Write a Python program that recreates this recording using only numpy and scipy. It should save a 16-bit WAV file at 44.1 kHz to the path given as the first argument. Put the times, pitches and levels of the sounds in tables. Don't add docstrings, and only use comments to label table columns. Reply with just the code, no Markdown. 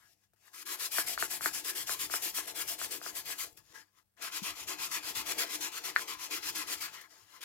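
import sys
import numpy as np
from scipy import signal
from scipy.fft import rfft, irfft, next_fast_len
from scipy.io import wavfile
from scipy.ndimage import uniform_filter1d

SR = 44100
rng = np.random.default_rng(int(sys.argv[2]) if len(sys.argv) > 2 else 0)


def to_wav(sig):
    pcm = np.clip(np.atleast_2d(sig), -1, 1) * 32767
    pcm = np.round(pcm).astype(np.int16)
    wavfile.write(sys.argv[1], SR, pcm.T)


N = 328104


def amp(db):
    return 10 ** (np.asarray(db) / 20)


def unit(x):
    return x / np.sqrt(np.mean(x ** 2) + 1e-20)


def along(points, hz):
    f, value = np.transpose(points)
    return np.interp(np.log(hz + 1), np.log(f + 1), value)


def filtered(x, response):
    size = next_fast_len(N + SR // 2)
    hz = np.fft.rfftfreq(size, 1 / SR)
    return irfft(rfft(x, size) * response(hz), size)[..., :N]


def colored(x, curve):
    return unit(filtered(x, lambda hz: amp(along(curve, hz))))


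def modes(table):
    def response(hz):
        total = 0
        for k, (f, width, db) in enumerate(table):
            total = total + (-1) ** k * amp(db) * 1j * hz * width / (f * f - hz * hz + 1j * hz * width)
        return total
    return response


def ringing(drive, gain, table, states):
    rows = np.array(table)
    total = 0
    for k, share in enumerate(states):
        body = modes(rows[:, [0, 1, k + 2]])
        total = total + filtered(drive * gain * share, body) / np.std(filtered(drive, body))
    return total


# (f/Hz, likeness 0 to 1)
LIKENESS = [(60, .9), (300, .87), (600, .7), (1200, .75), (2500, .55), (5000, .3), (12000, .2)]


def grit(grain_db, patchy_db):
    size = amp(grain_db * unit(uniform_filter1d(rng.standard_normal(N), size=24)))
    spectrum = signal.stft(size * rng.standard_normal((2, N)), nperseg=512)[2]
    patches = uniform_filter1d(rng.standard_normal(spectrum.shape[1:]), size=3, axis=0)
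    patches = uniform_filter1d(patches, size=16, axis=1)
    pair = signal.istft(spectrum * amp(patchy_db * unit(patches)), nperseg=512)[1][:, :N]

    def mid_side(hz):
        turn = np.arccos(np.clip(along(LIKENESS, hz), -1, 1)) / 2
        return np.array([np.cos(turn), np.sin(turn)])
    mid, side = filtered(pair, mid_side)
    return np.array([mid + side, mid - side])


# (f/Hz, peak level/dB)
HUM_TONES = [(100, -85), (200, -90.5)]
# (f/Hz, relative level/dB per Hz)
HISS_COLOR = [(30, -13), (300, -0.5), (1000, -6), (4000, -9), (16000, -9)]


def background():
    t = np.arange(N) / SR
    hum = sum(amp(db) * np.sin(2 * np.pi * hz * t) for hz, db in HUM_TONES)
    hiss = amp(-85.0) * colored(rng.standard_normal((2, N)), HISS_COLOR)
    return hum * amp([[1.5], [-3]]) + hiss


# (t/s, level/dB)
ROCKING_LEVEL = [(0, -88), (.8, -92), (1.1, -70), (3.45, -70.5), (3.75, -81.5), (4.15, -88.5), (4.5, -73),
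                 (5.2, -68.5), (5.7, -76), (6.85, -71), (7.1, -85)]
# (f/Hz, relative level/dB per Hz)
RUMBLE_COLOR = [(15, -30.5), (35, -18.5), (62, -5), (100, -9.5), (160, -11), (250, -27)]


def rocking():
    level_db = np.interp(np.arange(N) / SR, *np.transpose(ROCKING_LEVEL)) + 4.0
    return amp(level_db) * colored(grit(6.1, 4.1), RUMBLE_COLOR) * amp([[2.5], [-4]])


# (start t/s, scratch level/dB at full speed before trims, t/s from start to full speed,
#  t/s from start to braking, which never comes before full speed)
STROKES_TABLE = [(0.532, -51.5, 0.098, 0.087), (0.653, -40, 0.07, 0.096), (0.787, -38, 0.076, 0.082),
                 (0.908, -33.5, 0.09, 0.11), (1.057, -36.5, 0.026, 0.082), (1.175, -37.5, 0.031, 0.083),
                 (1.293, -38, 0.022, 0.077), (1.406, -36, 0.061, 0.08), (1.525, -38, 0.026, 0.073),
                 (1.636, -36.5, 0.065, 0.074), (1.743, -38.5, 0.034, 0.084), (1.861, -35.5, 0.062, 0.083),
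                 (1.984, -37, 0.032, 0.072), (2.099, -35, 0.062, 0.073), (2.211, -36.5, 0.038, 0.085),
                 (2.335, -35, 0.043, 0.068), (2.462, -41.5, 0.018, 0.048), (2.544, -37, 0.078, 0.082),
                 (2.666, -37.5, 0.023, 0.073), (2.776, -38.5, 0.068, 0.083), (2.899, -40, 0.025, 0.071),
                 (3.013, -43, 0.079, 0.09), (3.143, -40.5, 0.028, 0.061), (3.245, -40, 0.075, 0.087),
                 (3.375, -39.5, 0.036, 0.069), (4.213, -43, 0.034, 0.068), (4.311, -39, 0.06, 0.074),
                 (4.423, -40, 0.042, 0.083), (4.546, -45.5, 0.059, 0.092), (4.668, -40, 0.019, 0.066),
                 (4.779, -38.5, 0.059, 0.089), (4.905, -38.5, 0.047, 0.074), (5.021, -40, 0.069, 0.09),
                 (5.144, -37.5, 0.028, 0.068), (5.252, -35.5, 0.07, 0.073), (5.373, -33, 0.021, 0.061),
                 (5.484, -38, 0.073, 0.077), (5.599, -39, 0.041, 0.076), (5.71, -41.5, 0.073, 0.078),
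                 (5.831, -40.5, 0.026, 0.071), (5.945, -42.5, 0.07, 0.087), (6.07, -42, 0.023, 0.068),
                 (6.181, -43, 0.058, 0.085), (6.3, -39, 0.041, 0.077), (6.419, -37.5, 0.078, 0.083),
                 (6.543, -38.5, 0.016, 0.08), (6.665, -37, 0.071, 0.081), (6.799, -39.5, 0.023, 0.061),
                 (7.408, -46, 0.025, 0.029)]
# (t/s, scratch level/dB before trims, handle drive level/dB relative to it)
LIGHT_DRAGS = [
    [(0.0, -74, 4.5), (0.052, -73.5, 1.5), (0.134, -72, -23), (0.156, -87, -17), (0.232, -82, -5),
     (0.238, -75.5, -5), (0.28, -93, -6)],
    [(0.36, -86, 2), (0.412, -76, -14), (0.416, -74.5, -6), (0.48, -64.5, 2), (0.51, -76, -5),
     (0.536, -68, 2.5), (0.55, -69, 3)],
    [(3.46, -61, -16), (3.504, -70.5, -20), (3.564, -78, -22), (3.574, -55.5, -15), (3.606, -71, -1),
     (3.626, -79, -8), (3.73, -65, -4)],
    [(3.733, -69, 0), (3.755, -57.5, 5), (3.817, -64, 0.5), (3.849, -81.5, 2), (3.923, -90, 0),
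     (3.987, -71.5, 2), (4.03, -87.5, -3)],
    [(4.166, -81, 4), (4.174, -77.5, 12), (4.23, -51, -4)],
    [(6.88, -64, 12), (6.908, -71, -2), (6.944, -52.5, 2), (7.0, -60.5, 6), (7.018, -59.5, 0),
     (7.058, -68.5, 9.5), (7.085, -76, -2)],
    [(7.085, -77, -4), (7.109, -64, -3.5), (7.231, -67, -1), (7.259, -72, -1.5), (7.367, -60.5, 2),
     (7.401, -72.5, 5), (7.42, -55.5, -17)],
]
# (t/s, bench drive level/dB)
LEAN_LEVEL = [(.5, -5.5), (1.2, 1.5), (2, -0.5), (2.9, 3), (3.6, -1.5), (4.3, -4.5), (5, 0.5), (5.9, 1.5),
              (6.6, -2), (7.4, -2)]
# (t/s from a push's start, t/s from a pull's start)
SLIP_TIME = [(.013, .012), (.0105, .012)]
# (push level/dB, pull level/dB)
SLIP_LEVEL = [(-3.5, -7), (-3.5, -9)]
REGRIP_S = 3.6
LIFT_S = .16
CREEP_S, CREEP = .004, .15
BRAKE_DB = (-4.5, -4)
STOP_S = (0.026, 0.018)
TURN_DB = (-15.5, -19)
HANDLE_DB, BENCH_DB = [(-10.5, -8.5), (-3.5, -4)], [(-20, -20), (-16, -16.5)]
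FULL_DB, WOODIER, BOOMIER = -38, 0.35, 0.3
WOOD_SWING = 0.83
REACH_DB = (-1, 2.5)
LIGHT_BENCH_DB = -9.5


def motion():
    start, full_db, after, braking = np.transpose(STROKES_TABLE)
    t, second = np.arange(N) / SR, (start > REGRIP_S).astype(int)
    pull = (np.arange(len(start)) - np.argmax(second) * second) % 2
    scratch, wood, top = np.full((3, N), 1e-7)
    ends = np.minimum(np.append(start[1:], np.inf), start + LIFT_S)
    for s, end, db, peak, brake, p, grip in zip(start, ends, full_db, after, braking, pull, second):
        slip_db = SLIP_LEVEL[grip][p]
        creep_db = TURN_DB[p] + CREEP * (slip_db - TURN_DB[p])
        lifted = end - s >= LIFT_S - 1e-9
        next_db = TURN_DB[1 - p]
        times = [s, s + CREEP_S, s + SLIP_TIME[grip][p], s + peak, s + brake, s + brake + STOP_S[p], end]
        times = np.maximum.accumulate(np.minimum(times, end))
        levels = [TURN_DB[p], creep_db, slip_db, 0, BRAKE_DB[p], next_db + 0.5, next_db - 30 * lifted]
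        shape_db = np.interp(t, times, levels, -200, -200)
        gain = amp(db + shape_db)
        reach_db = (1 - 2 * p) * REACH_DB[grip] * np.interp(t, [s, s + brake], [-1, 1])
        swing_db = (WOOD_SWING - 1) * np.maximum(shape_db, -30)
        weaker_db = FULL_DB - db
        scratch = scratch + gain
        wood = wood + gain * amp(HANDLE_DB[grip][p] + reach_db + WOODIER * weaker_db + swing_db)
        top = top + gain * amp(BENCH_DB[grip][p] + BOOMIER * weaker_db)
    for rows in LIGHT_DRAGS:
        s, db, handle_db = np.transpose(rows)
        gain = amp(np.interp(t, s, db, -200, -200))
        scratch = scratch + gain
        wood = wood + gain * amp(np.interp(t, s, handle_db))
        top = top + gain * amp(LIGHT_BENCH_DB)
    level, handle, bench = 20 * np.log10([scratch, wood, top])
    bench = bench + np.interp(t, *np.transpose(LEAN_LEVEL))
    return uniform_filter1d(level, size=60), handle, bench, np.interp(t, start, pull)


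# (f/Hz, width/Hz, level/dB in the first grip, level/dB in the second, level/dB under a light touch)
HANDLE_MODES = [(1027, 87, 2.5, -0.5, 4), (1348, 253, 0, -5, -0.5), (1667, 65, 6, -1.5, 7),
                (1983, 243, 1.5, -4.5, 0), (2480, 276, 1, -2, -36), (3083, 390, -5.5, -5.5, -13),
                (4100, 390, -24.5, -6.5, -22)]
# (f/Hz, width/Hz, level/dB in the first grip, level/dB in the second)
BENCH_MODES = [(203.6, 44, -13, -13), (306, 16.2, 0.5, 2), (367.4, 23.8, -1, -0.5), (463.3, 44.6, -2, -3),
               (687, 79, -0.5, -2), (882, 18.4, 3, 5)]
# (f/Hz, relative level/dB per Hz)
COARSE_COLOR = [(600, -34), (1500, -11.5), (2600, -3), (3700, 0.5), (4800, 0.5), (5500, 0), (7400, -1.5),
                (8300, -37), (10000, -61)]
# (f/Hz, relative level/dB per Hz)
FINE_COLOR = [(5000, -50), (7500, -1.5), (8500, -5), (11800, -1.5), (15000, -7.5), (16500, -18.5)]
# (f/Hz, width/Hz, level/dB of the part taken out)
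REFLECTION_DIPS = [(3760, 170, -3), (3866, 450, -8)]
PATCHY_DB = 2.6


def sanding():
    level, handle_db, bench_db, place = motion()
    first = np.arange(N) / SR < REGRIP_S
    bright = 0.16 * (np.maximum(level, -60) + 36.5) + np.where(first, 2, -1.5)
    coarse = amp(level - bright / 2 + 1.5) * colored(grit(1.0, PATCHY_DB), COARSE_COLOR)
    fine = amp(level + bright / 2 + 0.5) * colored(grit(1.3, PATCHY_DB), FINE_COLOR)

    effort_db = 20 * np.log10(uniform_filter1d(amp(level), size=5000))
    light = np.clip((-56.5 - effort_db) / 6, 0, 1)
    holds = [first * (1 - light), ~first * (1 - light), light]
    wood = ringing(grit(1.5, PATCHY_DB), amp(handle_db + 2.0), HANDLE_MODES, holds)

    press = uniform_filter1d(amp(bench_db), size=3000)
    top = ringing(grit(2.4, 2.8), amp(5.5) * press, BENCH_MODES, [first, ~first])

    near = coarse + fine + wood
    cancelled = 0
    for share, dip in zip((place, 1 - place), REFLECTION_DIPS):
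        cancelled = cancelled + share * filtered(near, modes([dip]))
    pan_db = 3.0 - .13 * (uniform_filter1d(level, size=1500) + 42.5)
    return (near - cancelled + top + ticks()) * amp([pan_db / 2 - 1.2, -pan_db / 2 - 1.2])


# (t/s, level/dB of the blow before trims, f/Hz of the blow,
#  bench drive level/dB relative to the blow before a fixed boost)
KNOCK_TABLE = [(0.334, -66.5, 1460, -6.5), (0.984, -17.5, 1560, -18.5), (1.177, -22.5, 1420, -46),
               (1.225, -17, 1490, -20.5), (1.409, -30, 1370, -22), (1.459, -15.5, 1540, -22),
               (1.894, -24, 1430, -20), (2.099, -35.5, 1410, -13.5), (2.139, -21, 1430, -18.5),
               (2.385, -32, 1500, -13.5), (2.815, -29, 1400, -19), (3.015, -37, 1360, -14),
               (3.063, -29.5, 1340, -17.5), (5.962, -10, 1676, -71)]
# (delay t/s on the left, level/dB before a fixed boost)
ECHO_TABLE = [(.0032, -17), (.0058, -11), (.0092, -16), (.0125, -18), (.0152, -19), (.018, -19),
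              (.023, -19), (.031, -19)]


def knocks():
    air, blows, jolts = np.zeros(N + SR), np.zeros(N), np.zeros(N)
    t = np.arange(SR // 100) / SR
    swell = (t / 0.0006) ** 2 * np.exp(2 - 2 * t / 0.00063)
    for s, db, hz, bench_db in KNOCK_TABLE:
        at = round(s * SR)
        tone = np.sin(2 * np.pi * hz * t) + amp(-17.5) * np.sin(2 * np.pi * 4300 * t)
        air[at:][:len(t)] += -amp(db) * swell * tone
        blows[at + 20] = amp(db + 1.0)
        jolts[at + 20] = amp(db + bench_db + 44.0)
    air = air[:N]
    handle = modes(np.array(HANDLE_MODES)[:, :3])
    bench = modes(np.array(BENCH_MODES)[:, :3])
    ring = filtered(blows, lambda hz: handle(hz) / (1 + 1j * hz / 1500) ** 2) + filtered(jolts, bench)

    def echoes(hz):
        stretch = np.array([[1], [1.04]])
        return sum(amp(db) * np.exp(-2j * np.pi * hz * s * stretch) for s, db in ECHO_TABLE)
    both = (air + ring) * amp([[1.2], [-1.2]]) + filtered(air, echoes) * amp(1.5)
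    return filtered(both, lambda hz: (hz / (hz - 200j)) ** 2)


# (t/s, level/dB before trims)
TICK_TABLE = [(0.335, -65.5), (3.573, -48), (4.1725, -65), (7.012, -41)]


def ticks():
    out, t = np.zeros((2, N + SR)), np.arange(SR // 10) / SR
    for s, db in TICK_TABLE:
        burst = amp(db - 7.5 - 60 * t / 0.069) * rng.standard_normal((2, len(t)))
        out[:, round(s * SR):][:, :len(t)] += burst
    return filtered(out[:, :N], lambda hz: hz / (hz - 900j))


# (t/s, level/dB before trims, f/Hz)
THUMP_TABLE = [(4.417, -46.5, 193), (5.164, -59, 110), (7.22, -74.5, 98)]


def thumps():
    out, t = np.zeros(N + SR), np.arange(SR // 10) / SR
    for s, db, hz in THUMP_TABLE:
        swell = (t * hz / 1.1) ** 2 * np.exp(2 - 2 * t * hz / 1.42)
        out[round(s * SR):][:len(t)] += amp(db) * swell * np.sin(2 * np.pi * hz * t)
    return out[:N] * amp([[1.5], [-4]])


# (f/Hz, left over right level/dB)
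LEFT_BALANCE = [(100, 4.5), (290, 9.5), (640, 3), (1400, 5), (3100, -1), (6800, 1.5), (15000, 7)]
# (f/Hz, phase/radians)
LEFT_LEAD = [(100, -1), (1000, 1.5), (2400, 1), (5000, 2.5), (15000, 0.5)]


def scene():
    def ears(hz):
        left = amp(along(LEFT_BALANCE, hz) / 2) * np.exp(.5j * along(LEFT_LEAD, hz))
        return np.array([left, 1 / left])
    quiet = background()
    return filtered(rocking() + sanding() + knocks() + thumps(), ears) + quiet


def record(dry):
    return filtered(dry, lambda hz: hz < 15950)


dry = scene()
out = record(dry)
to_wav(out)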